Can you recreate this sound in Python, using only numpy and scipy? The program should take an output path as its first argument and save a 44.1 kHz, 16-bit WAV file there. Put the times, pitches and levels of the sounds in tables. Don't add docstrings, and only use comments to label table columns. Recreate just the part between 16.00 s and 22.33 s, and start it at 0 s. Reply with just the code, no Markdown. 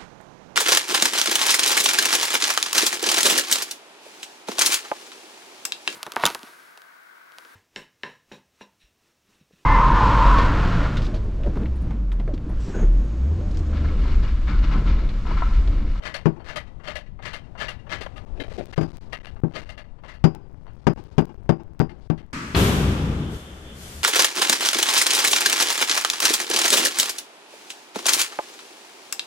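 import sys
import numpy as np
from scipy import signal
from scipy.fft import rfft, irfft, next_fast_len
from scipy.io import wavfile
from scipy.ndimage import uniform_filter1d

SR = 44100
rng = np.random.default_rng(int(sys.argv[2]) if len(sys.argv) > 2 else 0)


def wav_record(signal):
    frames = np.transpose(np.atleast_2d(signal))
    bounded = np.clip(frames, -1, 1)
    quanta = np.round(bounded * 32767).astype(np.int16)
    wavfile.write(sys.argv[1], SR, quanta)


N = 279153


def amp(db):
    return 10 ** (np.asarray(db) / 20)


def unit(x):
    return x / np.sqrt(np.mean(x ** 2) + 1e-20)


def along(points, hz):
    freqs_hz, values = np.transpose(points)
    return np.interp(np.log(hz + 1), np.log(freqs_hz + 1), values)


def wobble(rate_hz):
    knots = rng.standard_normal(int(N * rate_hz / SR) + 4)
    fine = signal.resample_poly(knots, up=8, down=1)
    return np.interp(np.arange(N) * rate_hz / SR, np.arange(len(fine)) / 8, fine)


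def filtered(x, response):
    n = x.shape[-1]
    padded = next_fast_len(n + 8192)
    return irfft(rfft(x, padded) * response(np.fft.rfftfreq(padded, 1 / SR)), padded)[..., :n]


def coloured(x, colour):
    return unit(filtered(x, lambda hz: amp(along(colour, hz))))


def noise(colour, size=N):
    return coloured(rng.standard_normal(size), colour)


def grit(rough_db):
    return rng.standard_normal(N) * amp(rough_db * wobble(400))


def dying(x, decay):
    hz, t, bands = signal.stft(x, SR, nperseg=256)
    fade = amp(-60 * t / along(decay, hz)[:, None])
    return signal.istft(bands * fade, SR, nperseg=256)[1][:len(x)]


def add(track, start_s, sound):
    i = round(start_s * SR)
    part = sound[max(-i, 0):N - i]
    track[max(i, 0):max(i, 0) + len(part)] += part


def wind():
    # freq_hz, level_db
    colour = [(15, 3), (40, 1), (100, -3), (165, -10), (250, -18.5), (400, -32), (1000, -68), (16000, -120)]
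    return amp(-37.5 + 1.04 * wobble(1.6) + 1.5 * wobble(13)) * noise(colour)


def traffic():
    # freq_hz, level_db
    colour = [(60, -3), (230, 1.5), (410, -3.5), (520, -3.5), (900, -7), (1500, -19), (2200, -24.5),
              (3100, -27), (4500, -33), (9000, -43), (16000, -62)]
    # time_s, level_db
    contour = [(0, -46), (.6, -50), (1.1, -53.5), (2.6, -44), (3.8, -52), (6.33, -53)]
    level_db = np.interp(np.arange(N) / SR, *np.transpose(contour))
    return amp(level_db + 1.2 * wobble(3.88)) * noise(colour)


def car_park(x, echo_s, echo_db, tail_db, lowpass_hz):
    # freq_hz, t60_s
    decay = [(100, 2), (700, 0.97), (3000, 0.73), (6000, .9), (14000, .5)]
    t = np.arange(SR) / SR
    tail = dying(rng.standard_normal(SR), decay)
    slap = rng.standard_normal(SR) * (t > echo_s) * np.exp(-abs(t - echo_s) / 0.0095)
    impulse = amp(tail_db) * tail / np.linalg.norm(tail) + amp(echo_db) * slap / np.linalg.norm(slap)
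    reflected = signal.fftconvolve(x, impulse)[:N]
    return filtered(reflected, lambda hz: hz / np.hypot(hz, 400) / np.hypot(1, hz / lowpass_hz))


def dragged(pushes, colour, rough_db):
    envelope, t = np.zeros(N), np.arange(SR) / SR - .5
    from_peak_s = np.hypot(t, 0.007) - 0.007
    for peak_s, level_db, rise_t60_s, fall_t60_s in pushes:
        t60_s = np.where(t < 0, rise_t60_s, fall_t60_s)
        add(envelope, peak_s - .5, amp(level_db - 60 * from_peak_s / t60_s))
    catching = unit(amp(2.8 * wobble(60)))
    return envelope * catching * coloured(grit(rough_db), colour)


def rustles():
    # peak_s, level_db, rise_t60_s
    moves = [(2.54, -46, 0.26), (2.735, -47.5, 0.07), (2.85, -53, 1.8), (3.6, -46, .25),
             (4.98, -57.5, 1.44), (6.05, -61.5, 0.45)]
    # freq_hz, level_db
    colour = [(200, -28), (900, 2.5), (2500, -1.5), (4600, -2.5), (6500, -11), (10000, -21), (16000, -39)]
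    pushes = [(s, db, rise_t60_s, 1.15 * rise_t60_s) for s, db, rise_t60_s in moves]
    return dragged(pushes, colour, rough_db=0.5)


def scuffs(fall_t60_s=0.2):
    # peak_s, level_db, rise_t60_s
    drags = [(2.02, -44, 0.64), (2.375, -44, 0.06), (2.413, -32.5, 0.07), (2.502, -39.5, 0.66),
             (2.598, -25.5, 0.13), (3.57, -31, .09)]
    # freq_hz, level_db
    colour = [(60, -6.5), (200, -5.5), (350, -1.5), (650, -5.5), (1000, -28.5), (2500, -25), (8000, -52.5),
              (16000, -65)]
    return dragged([(*drag, fall_t60_s) for drag in drags], colour, rough_db=4.5)


def weight_shifts(width_s=.007):
    # peak_s, level_db
    pushes = [(2.338, -20.5), (2.388, -29), (4.223, -28)]
    out, u = np.zeros(N), (np.arange(SR // 5) / SR - .1) / width_s
    pulse = (1 - u * u) * np.exp(-u * u / 2)
    for peak_s, level_db in pushes:
        add(out, peak_s - .1, amp(level_db) * pulse)
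    return out


def clinks(t60_s=0.13):
    # start_s, pitch_hz, level_db
    notes = [(2.4, 3130, -30.5), (2.399, 3880, -31.5), (3.128, 1890, -28), (3.127, 2770, -30),
             (3.247, 2800, -32.5), (3.69, 2755, -37)]
    out, t = np.zeros(N), np.arange(SR // 4) / SR
    envelope = (1 - np.exp(-t / 0.0018)) * 1000 ** (-t / t60_s)
    for start_s, pitch_hz, level_db in notes:
        chatter_rad = 0.055 * np.cumsum(rng.standard_normal(len(t)))
        add(out, start_s, amp(level_db) * envelope * np.sin(2 * np.pi * pitch_hz * t + chatter_rad))
    return out


def chassis(force, sway_db=3, sway_hz=9):
    # pitch_hz, width_hz, level_db
    modes = [(602, 68, 0.5), (1235, 57, -2.5), (1632, 22, -3.5), (1721, 33, 1.5), (1960, 49, 0),
             (2106, 23, 1.5), (2780, 72, -2.5), (3086, 43, -1.5), (3700, 130, -12.5), (4430, 85, -6.5),
             (5850, 57, -13)]
    ring = np.zeros(N)
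    for pitch_hz, width_hz, level_db in modes:
        def sharpened(hz):
            mode = amp(level_db) * 1j * hz * width_hz / (pitch_hz ** 2 - hz ** 2 + 1j * hz * width_hz)
            return mode * abs(mode) ** 0.42
        ring += filtered(force, sharpened) * amp(sway_db * wobble(sway_hz))
    return unit(ring)


def friction(contacts, colour, ring_db, rough_db, treble_t60_ratio):
    ring = chassis(grit(rough_db))
    direct = coloured(grit(rough_db), colour)
    rub = unit(direct + amp(ring_db) * ring)
    treble = filtered(rub, lambda hz: 1 - 1 / (1 + (hz / 3800) ** 4))
    body_gain, treble_gain, t = np.zeros(N), np.zeros(N), np.arange(SR // 2) / SR
    for start_s, level_db, rise_s, t60_s, treble_db in contacts:
        build = np.minimum(t / rise_s, 1) ** 0.48
        fade = 1000 ** (-np.maximum(t - rise_s, 0) / t60_s)
        add(body_gain, start_s, amp(level_db) * build * fade)
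        add(treble_gain, start_s, amp(level_db + treble_db) * build * fade ** (1 / treble_t60_ratio))
    return body_gain * (rub - treble) + treble_gain * treble


def idle_strokes(tap_rise_s=0.0021):
    # slide_s, slide_db, take_up_s, travel_s, clack_db
    strokes = [(0.05, -28, 0.059, 0.09, -23.5), (.484, -31, 0.082, .074, -23.5),
               (.872, -29, 0.074, .082, -27), (1.25, -28.5, 0.06, 0.082, -25.5),
               (1.6, -26, 0.048, 0.082, -26.5), (1.916, -25.5, 0.0498, .093, -27),
               (3.551, -31.5, 0.041, 0.14, -36), (4.081, -39.5, 0.097, 0.056, -46.5)]
    # start_s, level_db, t60_s
    stray_taps = [(.396, -45, 0.081), (2.063, -21.5, .028), (3.362, -44, .15), (4.031, -39, 0.25),
                  (4.666, -40, 0.18)]
    # start_s, level_db, rise_s
    jolts = [(2.159, -39.5, 0.014), (2.4, -30.5, 0.0059), (2.495, -43.5, .03), (2.712, -35.5, 0.029),
             (3.125, -26.5, 0.0057), (3.246, -33.5, .005), (3.776, -35, 0.0038), (5.892, -45.5, 0.0035),
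             (6.176, -42, .003)]
    # freq_hz, level_db
    tap_colour = [(100, -16), (600, 7), (1400, 1), (2100, -9), (3200, -15.5), (5000, -34), (16000, -60)]
    # freq_hz, level_db
    slide_colour = [(100, -6), (300, -3), (650, -2.5), (900, -1.5), (1800, 1), (3000, -5.5), (4500, -10.5),
                    (7000, -21.5), (10000, -32), (16000, -54)]
    # freq_hz, level_db
    clack_colour = [(100, -21), (400, -7), (620, 3.5), (900, -2), (1800, -0.5), (3000, -3), (4700, -8.5),
                    (7000, -20.5), (11500, -26.5), (13000, -44), (16000, -52)]
    # start_s, level_db, rise_s, t60_s, treble_db
    taps = [(s, db, tap_rise_s, t60_s, 0) for s, db, t60_s in stray_taps]
    clacks = [(s, db, rise_s, 0.199, -3.5) for s, db, rise_s in jolts]
    slides = []
    for slide_s, slide_db, take_up_s, travel_s, clack_db in strokes:
        taps.append((slide_s - take_up_s, slide_db - 13.5, tap_rise_s, 0.21, 0))
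        slides.append((slide_s - take_up_s / 2, slide_db - 8, 0.021, 0.37, 0))
        slides.append((slide_s, slide_db, 0.014, 0.23, 1))
        clacks.append((slide_s + travel_s, clack_db, 0.0071, 0.17, 1))
    return (friction(taps, tap_colour, ring_db=-10.5, rough_db=1.5, treble_t60_ratio=0.73)
            + friction(slides, slide_colour, ring_db=-1.5, rough_db=2.6, treble_t60_ratio=0.74)
            + friction(clacks, clack_colour, ring_db=-0.5, rough_db=2.6, treble_t60_ratio=0.78))


def struck(modes, t, spread_db):
    partials = [amp(db) * 1000 ** (-t / t60_s) * np.sin(2 * np.pi * hz * t) for hz, db, t60_s in modes]
    return amp(spread_db * rng.standard_normal(len(modes))) @ np.array(partials)


def rattle(t, hardness_db):
    # freq_hz, level_db
    colour = [(40, -7.5), (130, 2.5), (280, 5), (550, -7.5), (900, -8), (1500, -14.5), (2000, -20.5),
              (2900, -21.5), (4200, -32.5), (6500, -34), (10000, -44), (16000, -46.5)]
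    # freq_hz, t60_s
    decay = [(100, .17), (500, 0.17), (2000, 0.13), (6000, 0.092), (14000, 0.057)]
    attack = np.sin(np.pi / 2 * np.minimum(t / 0.00057, 1)) ** 2
    crack = 1 + amp(-0.5) * np.exp(-t / 0.0074)
    shake = dying(noise(colour, len(t)), decay) * attack * crack
    cutoff_hz = min(9000 * 2 ** (hardness_db / 3), SR / 3)
    return amp(hardness_db - 9.5) * signal.lfilter(*signal.butter(1, cutoff_hz, fs=SR), shake)


def knocks():
    # start_s, level_db, hardness_db, ping_db
    blows = [(0.257, -2.5, -2.5, -11.5), (2.7782, -8.5, -1.5, -2), (2.811, -15, 0, 3),
             (2.83, -20, 2.5, 5.5), (3.436, -7.5, -9.5, -31), (4.2409, -2, 0, 3), (4.8685, -.5, -0.5, 0.5),
             (5.1803, -2.5, 0, -2.5), (5.492, -2, -2, -6.5), (5.8, -5, -1.5, 0.5), (6.1, -9.5, -2.5, -11.5)]
    # pitch_hz, level_db, t60_s
    body_modes = [(105.4, -24, 0.16), (133, -10.5, 0.16), (160.1, -1, .13), (223, -7, 0.12),
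                  (248.7, -11, 0.11), (289.1, -6.5, 0.096), (332.4, -9.5, 0.15), (386.3, -12, 0.13),
                  (410.6, -15.5, .15), (473, -22.5, 0.15), (589.5, -20, .13), (647, -20.5, .12),
                  (768.5, -22, 0.15), (854, -19.5, .11), (939, -27, 0.15), (1108, -30.5, 0.17),
                  (1253, -39, 0.15), (1565, -26, 0.089)]
    # pitch_hz, level_db, t60_s
    tube_modes = [(4843, -31.5, 0.13), (5180, -40.5, 0.15), (6300, -40.5, 0.11)]
    out, t = np.zeros(N), np.arange(SR // 4) / SR
    for start_s, level_db, hardness_db, ping_db in blows:
        body = -struck(body_modes, t, spread_db=1.3) * (1 - np.exp(-t / .0015))
        low = signal.lfilter(*signal.butter(1, 450, fs=SR), body)
        boom = amp(2.5) * (low + amp(hardness_db) * (body - low))
        shake = rattle(t, hardness_db)
        ping = amp(ping_db) * struck(tube_modes, t, spread_db=1.5)
        add(out, start_s, amp(level_db) * (boom + shake + ping))
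    return out


def scene():
    near = knocks() + idle_strokes() + clinks() + scuffs() + rustles() + weight_shifts()
    reflections = car_park(near, echo_s=.105, echo_db=-25.5, tail_db=-24.5, lowpass_hz=6000)
    left = near + reflections + wind() + traffic()
    return np.array([left, np.zeros(N)])


def dropouts(x, block_s=.005, quiet_db=-31, gap_s=.0063):
    # start_s, length_s, click_db
    timed_gaps = [(2.6574, 0.0076, -25.5), (2.971, 0.0065, -25.5), (2.985, .0245, -53),
                  (3.1635, .0065, -50), (3.2606, 0.0078, -50), (3.4015, .0155, -50), (3.4219, .0125, -62),
                  (4.3502, .0055, -23.5), (4.8894, 0.00578, -34), (4.9355, .0145, -34),
                  (5.214, 0.0063, -28), (5.2547, 0.0061, -27.5), (5.5143, 0.0065, -41),
                  (5.794, 0.0058, -23), (5.8168, 0.00545, -45)]
    # time_s, probability
    loss_chance = [(2, 0), (2.6, .15), (3, .22), (3.8, 0.12), (4.2, 0.043), (5.1, .24), (6.33, 0.067)]
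    block = (np.arange(N) / SR / block_s).astype(int)
    block_rms = np.sqrt(np.bincount(block, x[0] ** 2) / np.bincount(block))
    starts_s = np.arange(len(block_rms)) * block_s
    chance = np.interp(starts_s, *np.transpose(loss_chance))
    lost = (rng.random(len(starts_s)) < chance) & (block_rms < amp(quiet_db))
    clicks_db = -53 + 7 * rng.standard_normal(len(starts_s))
    random_gaps = [(s, gap_s, db) for s, db in zip(starts_s[lost], clicks_db[lost])]
    gate, clicks = np.ones(N), np.zeros((2, N))
    click = np.exp(-np.arange(SR // 500) / SR / .00006)
    for start_s, length_s, click_db in list(timed_gaps) + random_gaps:
        gate[round(start_s * SR):round((start_s + length_s) * SR)] = 0
        add(clicks[0], start_s, amp(click_db) * click)
    rumble = signal.lfilter(*signal.butter(2, 55, fs=SR), x)
    return rumble + (x - rumble) * uniform_filter1d(gate, size=12) + clicks


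def record(dry):
    clipped = np.clip(dry, -.71, .95)
    return filtered(dropouts(clipped), lambda hz: hz < 16500)


dry = scene()
out = record(dry)
wav_record(out)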